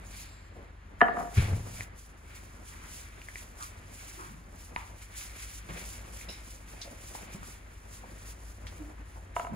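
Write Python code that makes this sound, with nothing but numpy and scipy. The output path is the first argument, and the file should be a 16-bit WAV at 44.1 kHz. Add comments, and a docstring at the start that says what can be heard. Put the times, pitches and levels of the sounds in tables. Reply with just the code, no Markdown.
"""Cloth rustles and sleeves shuffle over the hum of machinery in a small workshop. A wooden board
bounces to rest on the bench; a hand thumps and wipes it, driving the bench modes. The cloth is
unfolded, wetted from a paper cup and crumpled in gloved hands: slipping fibres and snapping creases,
with small ticks and bumps. Last, the cup is put down and rocks. Blows ring as damped modes,
rubbing is shaped noise. A close pair of microphone ports hears it."""
import sys
import numpy as np
from scipy import signal
from scipy.fft import rfft, irfft
from scipy.io import wavfile

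SR = 44100
rng = np.random.default_rng(int(sys.argv[2]) if len(sys.argv) > 2 else 0)


def generate_wav(sig):
    """Save sig (samples, or channels by samples) to the path in sys.argv[1] as 16-bit PCM at SR."""
    pcm = np.round(np.clip(np.atleast_2d(sig).T, -1, 1) * 32767).astype(np.int16)
    wavfile.write(sys.argv[1], SR, pcm)


N = 421155
TIME_S = np.arange(N) / SR
BIN_HZ = np.maximum(np.arange(N // 2 + 1) * SR / N, 1)
AIR_DB, ROOM_DB, CUP_PAN_DB, CUTOFF_HZ = -56, -12.5, -2.5, 16050

# Table levels are relative.
# machinery hum lines: (frequency [Hz], level [dB], waver [dB])
HUM_LINES = [(25, -73, 1.5), (36.5, -64.5, 3.0), (50.1, -52.5, 1.5), (74.84, -59, 3.0), (88.6, -62, 4.0),
             (99.9, -61, 2.5)]
# far motor under changing load: (time [s], frequency [Hz], level [dB])
MOTOR_CURVE = [(4.5, 61.9, -69), (4.85, 58.8, -51), (5.1, 57.9, -58), (5.35, 57, -50.5), (6.3, 57.65, -50),
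               (6.6, 59, -60), (7.4, 59.1, -57), (8.1, 57.9, -58), (8.35, 55.6, -47.5), (9.0, 55.6, -48),
               (9.55, 57.5, -55)]
# room air: (frequency [Hz], density [dB])
AIR_SPECTRUM = [(22, -11), (50, -2.5), (100, -3), (130, -6), (340, -12), (600, -22.5), (1000, -13),
                (1900, -13), (3000, -24), (5500, -34.5), (7000, -34.5), (16000, -66)]
# room decay: (frequency [Hz], t60 [s])
ROOM_T60_S = [(100, 0.52), (700, 0.69), (2000, 0.36), (8000, 0.068)]
# sleeves and body against the bench: (time [s], level [dB])
SHUFFLE_CURVE = [(0.0, -52.5), (0.45, -61), (1.04, -59), (1.2, -38.5), (1.3, -48.5), (1.46, -41.5),
                 (1.86, -56.5), (1.99, -60), (4.95, -57.5), (5.61, -60.5), (5.8, -55), (6.78, -56.5),
                 (7.42, -52), (7.66, -60), (8.56, -56), (8.7, -53), (9.15, -59.5), (9.42, -57),
                 (9.55, -46.5)]
# shuffle colour: (frequency [Hz], density [dB])
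SHUFFLE_SPECTRUM = [(65, -54), (110, -11), (183, -3), (257, -6), (352, -8), (445, -9.5), (571, -7),
                    (2500, -23), (3250, -44), (5500, -120)]
# hand dragging on the bench: (time [s], level [dB])
DRAG_CURVE = [(1.36, -44), (1.38, -22.5), (1.4, -22.5), (1.436, -28.5), (1.506, -33.5), (1.53, -29),
              (1.95, -58.5)]
# hand, board and cup striking the bench: (time [s], level [dB], contact hardness [Hz])
HAND_HITS = [(1.371, -15.5, 300), (1.385, -25.5, 300), (1.53, -24.5, 300)]
BOARD_HITS = [(1.006, -22.5, 3000), (1.013, -3.5, 2500), (1.082, -18, 1480), (1.167, -20, 1080),
              (1.187, -21, 900), (1.205, -26, 1190), (1.225, -29.5, 900), (1.245, -29, 900),
              (1.272, -36, 900), (1.557, -37.5, 800)]
CUP_HITS = [(9.364, -16, 3020), (9.396, -18, 3060), (9.447, -27, 3030), (9.468, -28, 3000)]
# resonances: (frequency [Hz], level [dB], t60 [s])
BENCH_MODES = [(101.7, 1, 0.21), (92.3, -5, .25), (112, -7, .25), (139, -12, 0.18), (170, -12, 0.14),
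               (42, -16, 0.46), (392, -23, .1)]
BOARD_MODES = [(108, -21.5, .07), (231, -4.5, 0.024), (427, -12.5, 0.035), (500, -20, 0.093),
               (707, -8, 0.093), (763, -14.5, 0.098), (953, -17, 0.11), (1250, -1, 0.0085),
               (1213, -5.5, 0.023), (1411, -14, 0.089), (1583, -10, 0.048), (1730, -7, 0.036),
               (1785, 2.5, 0.01), (2820, -18, 0.025), (3055, -27, 0.11)]
CUP_MODES = [(420, -20.5, 0.047), (699, -5, 0.054), (906, -2, 0.013), (970, -7, 0.072), (1310, -3.5, 0.028),
             (1500, -6, 0.016), (2197, -11, 0.013), (2800, -13.5, 0.014), (6840, -6, 0.0095)]
# ticks of glove, cloth and cup: (time [s], level [dB], pitch [Hz], t60 [s])
TICK_EVENTS = [(1.808, -23.5, 2160, 0.0065), (3.125, -49, 2200, .015), (3.217, -35, 2540, 0.011),
               (3.286, -30.5, 1870, 0.019), (3.357, -27.5, 2090, 0.017), (3.626, -26.5, 7100, 0.0068),
               (3.627, -33, 4600, .006), (4.762, -18, 2170, 0.0065), (4.763, -23.5, 1055, 0.034),
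               (6.212, -36, 2236, 0.016), (6.876, -39, 600, .03), (7.151, -30.5, 906, 0.035),
               (7.347, -33, 172, 0.032), (7.43, -34, 1290, .02), (8.668, -34, 1900, .01),
               (8.669, -38, 3480, .008)]
# bench bumps, cloth crinkles: (time [s], level [dB], centre [Hz], width [octaves], rise [s], t60 [s])
BUMP_BURSTS = [(.55, -44, 300, 2.4, 0.018, 0.41), (3.6, -36.5, 1250, 0.38, .01, 0.23),
               (4.17, -43.5, 351, 0.27, 0.016, 0.33), (4.18, -39, 1190, .6, 0.024, 0.46),
               (4.26, -47.5, 168, .6, 0.025, 0.9), (5.687, -43, 162, 0.54, .004, 0.52),
               (5.688, -41, 696, 2.5, 0.0017, 0.28), (5.75, -45, 500, 1.2, .005, .3),
               (6.85, -48, 600, .6, 0.0089, 0.26), (7.36, -50, 170.4, 0.68, .01, .5),
               (8.0, -49.5, 229, 0.26, 0.015, 0.51), (8.035, -44, 696, 1.2, 0.0023, .12),
               (8.79, -39.5, 301, 0.087, .015, .45), (9.155, -48, 700, 1.2, .004, 0.24),
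               (9.49, -35, 200, 0.38, 0.032, .9)]
CRINKLE_BURSTS = [(.06, -47, 6800, 0.21, .01, .1), (.25, -54, 7450, .02, 0.055, .8),
                  (.1, -50, 4200, .5, .08, 1), (.12, -54, 2500, .3, .08, .8),
                  (1.345, -42, 2200, 3.0, .03, .7), (1.367, -43, 1470, 0.35, .008, 0.21),
                  (2.35, -51, 6000, 2.1, .002, 0.11), (3.626, -54, 5000, 3, .001, 0.13),
                  (6.285, -47, 2820, 0.16, 0.00091, 0.18), (6.286, -46.5, 3900, .12, .001, 0.33),
                  (6.287, -46, 5300, 0.16, .002, .35), (6.814, -39, 4640, 0.84, .001, .15),
                  (8.667, -44.5, 2570, 2.2, .001, 0.13)]
# cloth in the hands: (time [s], fine rustle [dB], hollow rustle [dB])
CLOTH_CURVE = [(0.0, -73, -62), (0.05, -61.5, -60), (0.21, -53, -52.5), (0.37, -73, -67.5),
               (0.77, -79, -69), (0.98, -78, -83), (1.01, -64.5, -62), (1.12, -72, -56), (1.2, -57, -64),
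               (1.3, -61.5, -67), (1.38, -49, -37.5), (1.46, -56.5, -44.5), (1.65, -57.5, -66),
               (1.78, -51, -50), (1.83, -49, -57), (1.89, -74.5, -71), (1.94, -80, -74), (1.99, -59, -76),
               (2.15, -73.5, -76), (2.34, -64, -55), (2.36, -53, -54), (2.39, -59.5, -57),
               (2.55, -68.5, -72), (2.63, -64, -68), (2.69, -54.5, -60), (2.74, -60.5, -59),
               (2.85, -62, -60.5), (2.93, -52, -56.5), (3.16, -63.5, -58.5), (3.43, -56.5, -58),
               (3.46, -64.5, -73), (3.56, -63.5, -68), (3.64, -48.5, -52), (3.72, -63.5, -60),
               (3.83, -69, -62), (4.01, -52.5, -54), (4.12, -53.5, -55.5), (4.26, -59.5, -55.5),
               (4.47, -72.5, -76), (4.6, -56.5, -59), (4.68, -58.5, -69.5), (4.73, -71, -69),
               (4.76, -61.5, -66), (4.81, -59, -53.5), (4.95, -67, -64), (5.03, -56.5, -56),
               (5.08, -69.5, -63), (5.18, -46, -50.5), (5.32, -59.5, -55), (5.42, -49.5, -49.5),
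               (5.48, -56, -54), (5.56, -52.5, -57.5), (5.64, -68.5, -59), (5.77, -54, -49.5),
               (5.85, -51.5, -54), (5.96, -51, -51), (6.04, -65, -60), (6.22, -51.5, -57),
               (6.28, -64.5, -56), (6.3, -55, -52), (6.41, -63.5, -54), (6.49, -53.5, -58.5),
               (6.65, -68, -65), (6.7, -57, -57), (6.78, -62.5, -58.5), (6.83, -58, -53.5),
               (6.97, -64.5, -58), (7.07, -52.5, -59), (7.13, -57.5, -61), (7.15, -50.5, -53),
               (7.29, -64, -57), (7.34, -50.5, -52), (7.39, -64.5, -57), (7.5, -52, -60),
               (7.61, -69, -61.5), (7.85, -65.5, -67), (7.95, -54, -71), (8.01, -65, -61),
               (8.16, -64.5, -61), (8.3, -54, -61), (8.35, -66.5, -69), (8.51, -58, -78), (8.56, -68, -64),
               (8.78, -61.5, -60), (9.02, -74.5, -91), (9.1, -64, -67), (9.34, -74.5, -75),
               (9.36, -52.5, -61), (9.42, -58.5, -52), (9.52, -69, -69), (9.55, -67, -66)]
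# fine rustle: (frequency [Hz], density [dB])
RUSTLE_SPECTRUM = [(1500, -31), (2600, -8), (4000, -9.5), (5700, -4.5), (7000, -2.5), (8600, -1),
                   (10500, -7), (12500, -11.5), (16000, -15)]
# cavity of cupped hands: (centre [Hz], width [Hz], level [dB])
CAVITY_PEAKS = [(2270, 540, 3), (3440, 2700, -8.5), (1500, 980, -1)]
# likeness of noise at the ports: (frequency [Hz], coherence [ratio, clipped to 0-1 in use])
PORT_COHERENCE = [(60, 1.17), (300, 0.69), (850, -0.2), (1400, 0.15), (2300, 0.14), (3300, 0.7), (5000, .4),
                  (6500, 0.9), (8000, 1.4), (16000, 1.85)]
# port phase, a path difference in the treble: (frequency [Hz], left lead [rad])
PORT_LEAD_RAD = [(150, 0), (500, .3), (1400, 3.1), (2300, .6), (4700, .9), (5700, 2.9), (6900, 1.0),
                 (8600, 3.14), (10750, 6.28), (12900, 9.42), (15050, 12.57), (16500, 14.7)]
# extra phase of blows from the bench side: (frequency [Hz], left lead [rad])
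BENCH_LEAD_RAD = [(150, -2.5), (500, -0.2), (1250, -1.5), (1600, -0.54)]
# port balance: (frequency [Hz], left minus right [dB])
PORT_BALANCE_DB = [(60, 1.5), (700, -0.2), (2300, 1), (3500, -1.2), (5100, 3), (6200, -4.5), (7000, -3),
                   (8500, -0.3)]


def from_db(db):
    """Decibels to gain."""
    return 10 ** (np.asarray(db) / 20)


def unit_rms(x):
    """Scale to rms 1."""
    return x / np.sqrt(np.mean(x ** 2) + 1e-20)


def in_time(rows):
    """Curve columns, one value per sample."""
    times_s, *columns = np.transpose(rows)
    return [np.interp(TIME_S, times_s, column) for column in columns]


def at_hz(points, hz=BIN_HZ):
    """Table read on a log-frequency axis."""
    points_hz, values = np.transpose(points)
    return np.interp(np.log(hz), np.log(points_hz), values)


def drift(rate_hz):
    """Slow random wander, rms 1."""
    pole = np.exp(-80 * np.pi * rate_hz / SR)   # one step per 40 samples
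    slow = signal.lfilter([1], [1, -2 * pole, pole * pole], rng.standard_normal(N // 40 + 4002))[4000:]
    return np.interp(np.arange(N) / 40, np.arange(len(slow)), unit_rms(slow))


def ring(x, hz, t60_s):
    """One damped mode driven by x."""
    radius, step_rad = from_db(-60 / (t60_s * SR)), 2 * np.pi * hz / SR
    return signal.lfilter([0, np.sin(step_rad)], [1, -2 * radius * np.cos(step_rad), radius ** 2], x + 1e-18)


def spread(pair, gain):
    """Two independent noises, coloured and mixed to the port coherence; rms 1."""
    mid, side = rfft(pair) * gain
    coherence = np.clip(at_hz(PORT_COHERENCE), 0, 1)
    spectra = np.sqrt(1 + coherence) * mid + np.sqrt(1 - coherence) * side * [[1], [-1]]
    return unit_rms(irfft(spectra, N))


def steer(x, lead_rad, balance_db=0):
    """Left-right phase and level offset by frequency, half per side."""
    half = from_db(balance_db / 2) * np.exp(.5j * at_hz(lead_rad))
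    return irfft(rfft(x) * [half, 1 / half], N)


def fibres(flutter_db, snaps_per_s, crackle_db):
    """Fibres slip as fluttering noise; creases snap as clumped clicks."""
    sizes = from_db(3.7 * np.minimum(rng.exponential(1, (2, N)), 5))
    signs = rng.choice([-1, 1], (2, N))
    snapping = rng.random(N) < snaps_per_s * from_db(5 * drift(8)) / SR
    flutter = from_db(flutter_db * (drift(8.4) + drift(34)))
    return flutter * rng.standard_normal((2, N)) + from_db(crackle_db) * unit_rms(sizes * signs * snapping)


def bursts(rows, shared):
    """Band noise that swells and dies, partly common to both ports."""
    out = np.zeros((2, N))
    for time_s, db, hz, octaves, rise_s, t60_s in rows:
        start = round(time_s * SR)
        t = TIME_S[:min(int(t60_s * SR), N - start)]
        edges_hz = hz * 2 ** (np.array([-.5, .5]) * octaves)
        white = rng.standard_normal((3, len(t) + 4000))
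        band = signal.sosfilt(signal.butter(2, edges_hz, "band", fs=SR, output="sos"), white)[:, 4000:]
        pair = unit_rms(shared * band[2] + (1 - shared) * band[:2])
        envelope = from_db(db - 60 * t / t60_s) * (1 - np.exp(-t / rise_s))
        out[:, start:start + len(t)] += envelope * pair
    return out


def struck(hits, modes, gain_db, lag_cycles):
    """Each hit is a soft-edged push into all modes; low bending waves arrive later."""
    out = np.zeros(N)
    scatter_db = rng.normal(0, 2, (len(hits), len(modes)))
    for (time_s, hit_db, hardness_hz), offsets_db in zip(hits, scatter_db):
        for (hz, mode_db, t60_s), offset_db in zip(modes, offsets_db):
            start = round((time_s + lag_cycles / hz) * SR)
            t = TIME_S[:min(int(t60_s * SR), N - start)]
            swell = 1 - np.exp(-t * hz * 1.14)
            decay = from_db(hit_db + gain_db + mode_db + offset_db - 60 * t / t60_s)
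            rolloff = 1 / np.hypot(1, (hz / hardness_hz) ** 2)
            out[start:start + len(t)] += rolloff * swell * decay * np.sin(2 * np.pi * hz * t)
    return out


def machinery():
    """Wavering hum lines and a far motor whose pitch follows its load."""
    hum = sum(from_db(db + waver_db * drift(1.45)) * np.sin(2 * np.pi * (hz * TIME_S + rng.random()))
              for hz, db, waver_db in HUM_LINES)
    motor_hz, motor_db = in_time(MOTOR_CURVE)
    running = TIME_S > MOTOR_CURVE[0][0]
    motor = running * from_db(motor_db) * np.sin(2 * np.pi * np.cumsum(motor_hz) / SR)
    return np.sqrt(2) * (hum + motor)


def air():
    """Room air: low, slightly wavering noise."""
    noise = from_db(1.7 * drift(5.1)) * rng.standard_normal((2, N))
    return from_db(AIR_DB) * spread(noise, from_db(at_hz(AIR_SPECTRUM)))


def room(x):
    """Reverberation: a noise tail dying band by band, mostly independent per channel."""
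    t, tail = TIME_S[:SR], 0
    for low_hz in 60 * 2. ** np.arange(8):
        octave = signal.butter(2, [low_hz, 2 * low_hz], "band", fs=SR, output="sos")
        band = signal.sosfilt(octave, rng.standard_normal((3, SR)))
        decay = from_db(-60 * t / at_hz(ROOM_T60_S, low_hz * np.sqrt(2)))
        tail = tail + (band[:2] + 0.46 * band[2]) * decay
    tail *= np.clip((t - .003) / 0.0027, 0, 1)   # first walls answer after 3 ms
    tail /= np.sqrt(np.sum(tail[0] ** 2))
    return from_db(ROOM_DB) * signal.fftconvolve(x[None], tail, axes=1)[:, :N]


def shuffle():
    """Dull, lumpy rubbing of clothes."""
    rubbing = fibres(flutter_db=2.5, snaps_per_s=60, crackle_db=-10)
    return from_db(in_time(SHUFFLE_CURVE)[0]) * spread(rubbing, from_db(at_hz(SHUFFLE_SPECTRUM)))


def hand():
    """Thumps excite the bench modes; drag friction keeps them rumbling."""
    thumps = struck(HAND_HITS, BENCH_MODES, gain_db=1.5, lag_cycles=.2)
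    dragging = (TIME_S > DRAG_CURVE[0][0]) & (TIME_S < DRAG_CURVE[-1][0])
    rumble = sum(from_db(db) * unit_rms(ring(rng.standard_normal(N), hz, t60_s))
                 for hz, db, t60_s in BENCH_MODES)
    return thumps + dragging * from_db(in_time(DRAG_CURVE)[0] - 1) * unit_rms(rumble)


def ticks():
    """A short noisy contact rings a close pair of modes and a weaker overtone."""
    out = np.zeros(N)
    for time_s, db, hz, t60_s in TICK_EVENTS:
        start = round(time_s * SR)
        t = TIME_S[:int(1.5 * t60_s * SR) + 200]
        roughness = 1 + 1.2 * rng.standard_normal(len(t))
        contact = np.sin(2 * np.pi * hz * t) * np.exp(-t * hz * 2.7) * roughness
        body = ring(contact, hz * 0.953, t60_s) + ring(contact, hz * 1.1, t60_s * 0.87)
        body += .3 * ring(contact, hz * 1.7, t60_s * 0.49)
        out[start:start + len(t)] += from_db(db) * body / np.abs(body).max()
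    return out


def cup():
    """Paper cup lands and rocks, ringing briefly, right of centre."""
    pan = from_db([[CUP_PAN_DB / 2], [-CUP_PAN_DB / 2]])
    return pan * struck(CUP_HITS, CUP_MODES, gain_db=-1.1, lag_cycles=0.24)


def board():
    """Wooden board bounces and rocks to rest; each contact rings its modes."""
    return struck(BOARD_HITS, BOARD_MODES, gain_db=0.43, lag_cycles=2.2)


def cloth():
    """Bright fibre rustle, plus a hollow one coloured by the cavity of the hands."""
    fine_db, hollow_db = in_time(CLOTH_CURVE)
    cavity = sum(from_db(db) / (1 + (2 * (BIN_HZ - hz) / width_hz) ** 2) for hz, width_hz, db in CAVITY_PEAKS)
    bright = from_db(at_hz(RUSTLE_SPECTRUM))
    fine = spread(fibres(flutter_db=1.34, snaps_per_s=300, crackle_db=-12.5), bright)
    hollow = spread(fibres(flutter_db=1.5, snaps_per_s=150, crackle_db=-12), cavity)
    return from_db(fine_db + 5) * fine + from_db(hollow_db) * hollow


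def scene():
    """Stereo mix; only cup, board and ticks excite the room."""
    blows = steer(cup() + board(), BENCH_LEAD_RAD) + ticks()
    soft = hand() + bursts(CRINKLE_BURSTS, shared=0.5) + bursts(BUMP_BURSTS, shared=0.7)
    return blows + room(blows.mean(axis=0)) + soft + cloth() + shuffle() + machinery() + air()


def record(dry):
    """Port phase and level differences, then a steep low-pass."""
    ports = steer(dry, PORT_LEAD_RAD, at_hz(PORT_BALANCE_DB))
    return signal.sosfilt(signal.cheby2(24, 70, CUTOFF_HZ, fs=SR, output="sos"), ports)


dry = scene()
out = record(dry)
generate_wav(out)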